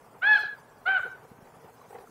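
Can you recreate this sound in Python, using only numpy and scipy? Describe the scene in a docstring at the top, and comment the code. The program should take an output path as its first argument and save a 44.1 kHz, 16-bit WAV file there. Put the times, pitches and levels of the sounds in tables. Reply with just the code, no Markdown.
"""Raven calls in a snowy yard

Two ravens, probably, call once each: clear arched notes of eight harmonics with a breathy rasp. Trees and a
shed wall answer with smeared echoes and decaying noise tails. Soft hollow flaps, probably wings, are air noise
in two resonances; low thuds and two higher ticks are short sine bumps. Beneath lie a faint outdoor murmur and
a wavering hum, with a faint hiss above."""
import sys
import numpy as np
from scipy import signal
from scipy.fft import rfft, irfft, next_fast_len
from scipy.io import wavfile
from scipy.ndimage import uniform_filter1d, map_coordinates

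SR = 44100
rng = np.random.default_rng(int(sys.argv[2]) if len(sys.argv) > 2 else 0)


def unload_wav(signal):
    """Save mono or channel-first audio to the path in sys.argv[1] as 16-bit WAV at rate SR, clipped to [-1, 1]."""
    wavfile.write(
        sys.argv[1],
        SR,
        np.round(np.clip(np.atleast_2d(signal).T, -1, 1) * 32767).astype(np.int16),
    )


N = 92610
T = np.arange(N) / SR  # time in seconds

# Outdoor murmur spectrum. Each row: frequency in Hz, relative density in dB.
MURMUR_SPECTRUM = [(15, -42), (25, -10.5), (76, -10.5), (145, -0.5), (210, -7), (243, -1.5), (318, -8),
                   (471, 2), (512, -3.5), (876, -1), (3500, -26.5), (4550, -74.5), (7700, -120)]
MURMUR_DB, MURMUR_LUMPS_DB = -55, 1.3
HUM_HZ, HUM_DB = 116.7, -69.5  # the hum level is that of the sine's peak
# Hiss spectrum. Each row: frequency in Hz, relative density in dB.
HISS_SPECTRUM = [(1760, -38), (3000, -8), (4040, -1.5), (6570, -2.5), (7190, -2), (15800, -4.5)]
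# Level course of the hiss. Each row: time in seconds, level in dB before the common lift.
HISS_COURSE = [(0.0, -73.5), (0.22, -71.5), (0.43, -65), (0.44, -71.5), (0.79, -72), (1.06, -69),
               (1.09, -72), (1.74, -70), (2.1, -69.5)]
HISS_LIFT_DB = 3.44

# Course of each call. Each row: time in seconds, pitch in Hz, level of the second partial in dB,
# level in dB of the rasp's noise before the pitch pulses it.
CALL_1 = [(.208, 580, -71.5, -66.5), (.222, 697.6, -34, -54), (.232, 755.6, -24.5, -40),
          (.248, 795.2, -24, -43), (.276, 849.6, -19.5, -44.5), (.31, 859.1, -20, -42),
          (.342, 840.8, -19, -41), (.36, 814.8, -21, -42.5), (.38, 739, -30.5, -41),
          (.398, 615, -43.5, -56.5)]
CALL_2 = [(.848, 610.6, -67, -68), (.862, 694, -28, -51.5), (.878, 750.6, -23.5, -36),
          (.9, 774.5, -23.5, -45.5), (.94, 770.2, -25, -44), (.955, 745.6, -24, -43),
          (.968, 738.4, -22.5, -41.5), (.985, 656.4, -39, -46), (1.004, 537, -39, -69)]
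# Throat colour of each call, taken relative to the second partial. Each row: frequency in Hz, gain in dB.
THROAT_1 = [(550, -8), (800, -15), (1250, 5), (1650, 5), (2100, -12), (2550, -15), (3300, -16.5),
            (4250, -29), (4700, -44.5), (5200, -46.5), (6000, -58.5), (7000, -63)]
THROAT_2 = [(550, -11.5), (760, -11), (1250, 0), (1550, 1.5), (2250, -21.5), (2800, -14.5), (3100, -19),
            (3800, -35), (4250, -33), (4650, -59), (5400, -75), (6200, -71)]
# Rasp spectrum. Each row: frequency in Hz, relative density in dB.
RASP_SPECTRUM = [(300, -36), (700, -10), (1500, 16.5), (2500, -0.5), (4000, -11), (5500, -36.5),
                 (7000, -34.5), (9000, -46)]
CALL_FADE_S = .006
PITCH_JITTER, JITTER_RATE = .0015, 300  # fraction of the pitch; knots per second
STEADY_DB = .5  # waver of the second partial
WAVER_DB, WAVER_RATE = 2.5, 120  # extra dB per root of the distance from the second; knots per second
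# Below full voice each partial above the second loses this share of the drop again.
DULLING, FULL_VOICE_DB = .12, -22.5

# Walls and trunks heard from each calling place. Each row: delay in seconds, level in dB, treble lift in dB.
ECHOES_1 = [(0.029, -19.5, 1), (0.057, -11, 8), (.078, -9.5, 17.5), (.098, -13, 14.5), (.125, -18, 1.5),
            (0.149, -23, 5), (.165, -26, 3.5), (0.177, -21, -3), (.192, -26.5, -5), (.25, -42.5, 5),
            (0.369, -42.5, 4)]
ECHOES_2 = [(0.032, -13, 0.96), (0.059, -13, 1.5), (0.079, -11, 1.53), (0.099, -14.5, 1.4),
            (.118, -20.5, 1.5), (.15, -22, 1.3), (.178, -26, 1.5), (.19, -21.5, 1.5), (.205, -44, 1.47),
            (.25, -48, 1.5), (0.369, -40.5, 1.5)]
# Colour of the yard's answer to each call. Each row: frequency in Hz, gain in dB.
ANSWER_1 = [(500, -4), (850, 1.5), (1600, -3.5), (3000, -6.5), (4300, 0.5), (5200, 2.5), (7000, -5)]
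ANSWER_2 = [(500, -9), (800, -9.5), (1600, -1.5), (3000, -7.5), (3900, 1), (5200, -14.5), (7000, -10)]
# Decay of the trees' answer. Each row: frequency in Hz, time to fall 60 dB in seconds.
TREES_DECAY = [(500, 0.27), (1600, 0.34), (3500, .28), (6000, 0.15)]
TREES_DB, TREES_RISE_S = -10, .015
FAR_DB, FAR_T60_S = -30, 1.7
SMEAR_S = .012
TREBLE_HZ = 4600  # the treble lift acts above this
BASS_HZ, BASS_LOSS_DB_PER_S = 1100, 69  # far trunks return little bass

# Flaps. Each row: centre in seconds, level of the lower resonance in dB, length in seconds,
# level of the upper resonance relative to the lower in dB.
FLAPS = [(0.437, -44.5, 0.012, 2.5), (1.062, -43.5, 0.052, -1.5), (1.25, -51, .03, -2),
         (1.472, -54.5, 0.081, -4), (1.648, -53, 0.039, -6), (1.695, -60.5, 0.021, 10),
         (1.91, -48, 0.018, -6), (1.931, -47.5, 0.016, -2.5), (1.956, -44.5, 0.038, 0),
         (1.988, -43, 0.013, -9), (2.012, -51.5, 0.039, -2), (2.043, -60, 0.033, 5.5)]
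# Hollow resonances, lower then upper. Each row: centre in Hz, width in Hz of one of two cascaded stages.
HOLLOWS = [(445, 112), (770, 110)]
# Broad air noise of a flap. Each row: frequency in Hz, relative density in dB.
SWISH_SPECTRUM = [(150, -6.5), (400, -5), (1800, -0.5), (5000, -30), (12000, -27), (16000, -28)]
SWISH_DB = -9  # relative to the lower resonance

# Low thuds. Each row: centre in seconds, level in dB, pitch in Hz.
THUDS = [(.455, -51, 130), (1.005, -51, 110), (1.318, -43.5, 190), (1.39, -46, 213), (1.428, -45.5, 164),
         (1.53, -56.5, 150), (1.57, -52, 140), (1.65, -50.5, 142), (1.75, -67, 159), (1.885, -53, 148),
         (2.095, -48, 248)]
# Higher ticks. Each row: centre in seconds, level in dB, pitch in Hz.
TICKS = [(1.817, -46.5, 1080), (2.075, -50, 1320)]
THUD_CYCLES, TICK_CYCLES = .54, 3.1  # cycles from the centre to 1/e of the peak

TOP_HZ = 15750


def amp(db):
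    """Decibel law: 20 dB is a tenfold amplitude."""
    return 10 ** (np.asarray(db) / 20)


def unit(x):
    """Normalization to a root mean square of 1."""
    return x / np.sqrt(np.mean(x ** 2) + 1e-20)


def along(points, hz):
    """Linear interpolation of tabled values on a logarithmic frequency axis."""
    f, v = np.transpose(points)
    return np.interp(np.log(hz + 1), np.log(f + 1), v)


def wobble(rate):
    """Smooth random modulation: a spline through Gaussian knots, rate knots per second."""
    knots = rng.standard_normal(int(N * rate / SR) + 4)
    return map_coordinates(knots, [T * rate])


def filtered(x, response):
    """Linear filtering: the spectrum is multiplied by a response of frequency."""
    m = next_fast_len(N + SR // 2)
    spectrum = rfft(x, m) * response(np.fft.rfftfreq(m, 1 / SR))
    return irfft(spectrum, m)[..., :N]


def rush(spectrum, patchy_db):
    """Coloured noise: random gain over patches of time and frequency, then a fixed spectrum, at rms 1."""
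    z = signal.stft(rng.standard_normal(N), nperseg=1024)[2]
    across_frequency = uniform_filter1d(rng.standard_normal(z.shape), 5, 0)
    patches = unit(uniform_filter1d(across_frequency, 3, 1))
    x = signal.istft(z * amp(patchy_db * patches), nperseg=1024)[1][:N]
    return unit(filtered(x, lambda hz: amp(along(spectrum, hz))))


def murmur():
    """Broadband ambience: coloured noise with a lumpy random envelope."""
    level_db = MURMUR_DB + MURMUR_LUMPS_DB * wobble(39.95)
    return amp(level_db) * rush(MURMUR_SPECTRUM, patchy_db=1.4)


def hum():
    """Amplitude and phase modulation: a sine wavering in level and phase."""
    level_db = HUM_DB + 2.5 * wobble(17)
    return amp(level_db) * np.sin(2 * np.pi * HUM_HZ * T + 2.4 * wobble(9))


def hiss():
    """Modulated noise: a treble rush follows a level course with small random level changes."""
    course_db = np.interp(T, *np.transpose(HISS_COURSE))
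    level_db = course_db + HISS_LIFT_DB + 1.2 * wobble(50)
    return amp(level_db) * rush(HISS_SPECTRUM, patchy_db=4.6)


def call(rows, throat):
    """Source and filter: harmonics of an arched pitch take the throat's colour; pitch-pulsed noise is the rasp."""
    s, *columns = np.transpose(rows)
    hz, db, rasp_db = [np.interp(T, s, c) for c in columns]
    jittered_hz = hz * (1 + PITCH_JITTER * wobble(JITTER_RATE))
    phase = 2 * np.pi * np.cumsum(jittered_hz) / SR
    gate = np.clip(np.minimum(T - s[0], s[-1] - T) / CALL_FADE_S, 0, 1)
    drop_db = DULLING * np.minimum(db - FULL_VOICE_DB, 0)
    voice = 0
    for k in range(1, 9):
        colour_db = along(throat, k * hz) - along(throat, 2 * hz)
        dull_db = max(k - 2, 0) * drop_db
        waver_db = (STEADY_DB + WAVER_DB * np.sqrt(abs(k - 2))) * wobble(WAVER_RATE)
        voice = voice + amp(colour_db + dull_db + waver_db) * np.sin(k * phase)
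    pulses = amp(2.6 * wobble(90)) * (1 + np.cos(phase))
    rasp = pulses * rush(RASP_SPECTRUM, patchy_db=2.5)
    return gate * (np.sqrt(2) * amp(db) * voice + amp(rasp_db) * rasp)


def dense_answer(x):
    """Diffuse reverberation: convolution with decaying noise, dense from the trees, long and faint from afar."""
    hz, t, z = signal.stft(rng.standard_normal(SR), SR, nperseg=256)
    decay_db = -60 * t / along(TREES_DECAY, hz)[:, None]
    trees = signal.istft(z * amp(decay_db), SR, nperseg=256)[1][:SR]
    trees = trees * (1 - np.exp(-T[:SR] / TREES_RISE_S))
    far = rng.standard_normal(SR) * amp(-60 * T[:SR] / FAR_T60_S)
    tail = amp(TREES_DB) * trees / np.linalg.norm(trees) + amp(FAR_DB) * far / np.linalg.norm(far)
    return signal.fftconvolve(x, tail)[:N]


def single_echoes(x, echoes):
    """Discrete reflection: delayed, smeared copies, brighter from hard walls."""
    treble = filtered(x, lambda f: 1 / (1 + (TREBLE_HZ / (f + 1)) ** 10))
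    bass = filtered(x, lambda f: 1 / (1 + (f / BASS_HZ) ** 10))
    smear_n = round(SMEAR_S * SR)
    total = 0
    for delay, db, lift_db in echoes:
        smear = rng.standard_normal(smear_n) * np.hanning(smear_n)
        bass_gain = amp(-BASS_LOSS_DB_PER_S * delay)
        heard = x + (amp(lift_db) - 1) * treble + (bass_gain - 1) * bass
        smeared = signal.fftconvolve(heard, smear / np.linalg.norm(smear))[:N]
        # Half the smear is taken off so that its middle falls on the delay.
        total = total + amp(db) * np.roll(smeared, round((delay - SMEAR_S / 2) * SR))
    return total


def yard(x, echoes, colour):
    """Superposition: the direct sound plus coloured single echoes and dense reverberation."""
    answer = dense_answer(x) + single_echoes(x, echoes)
    return x + filtered(answer, lambda f: amp(along(colour, f)))


def hollow_noise(centre, width):
    """Resonance: noise through two equal second-order band-pass stages, at rms 1."""
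    def response(f):
        return (f * width / (centre * centre - f * f + 1j * f * width)) ** 2
    return unit(filtered(rng.standard_normal(N), response))


def flaps():
    """Resonant air puffs: Gaussian bursts of two hollow noises and a broad swish."""
    low, high = [hollow_noise(centre, width) for centre, width in HOLLOWS]
    swish = amp(SWISH_DB) * rush(SWISH_SPECTRUM, patchy_db=2.5)
    total = 0
    for s, db, length, upper_db in FLAPS:
        puff = np.exp(-2 * ((T - s) * 2 / length) ** 2)
        total = total + amp(db) * puff * (low + amp(upper_db) * high + swish)
    return total


def bumps(rows, cycles):
    """Short wave packets: sines under Gaussian envelopes, used for the thuds and the ticks."""
    total = 0
    for s, db, hz in rows:
        envelope = np.exp(-((T - s) * hz / cycles) ** 2)
        total = total + amp(db) * np.sqrt(2) * envelope * np.sin(2 * np.pi * hz * (T - s))
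    return total


def scene():
    """Superposition of the background, two answered calls, flaps, thuds and ticks."""
    background = murmur() + hum() + hiss()
    first_call = yard(call(CALL_1, THROAT_1), ECHOES_1, ANSWER_1)
    second_call = yard(call(CALL_2, THROAT_2), ECHOES_2, ANSWER_2)
    small_sounds = flaps() + bumps(THUDS, THUD_CYCLES) + bumps(TICKS, TICK_CYCLES)
    return (background + first_call + second_call + small_sounds)[None]


def record(dry):
    """Band limiting: nothing at or above the top frequency passes."""
    return filtered(dry, lambda hz: hz < TOP_HZ)


dry = scene()
out = record(dry)
unload_wav(out)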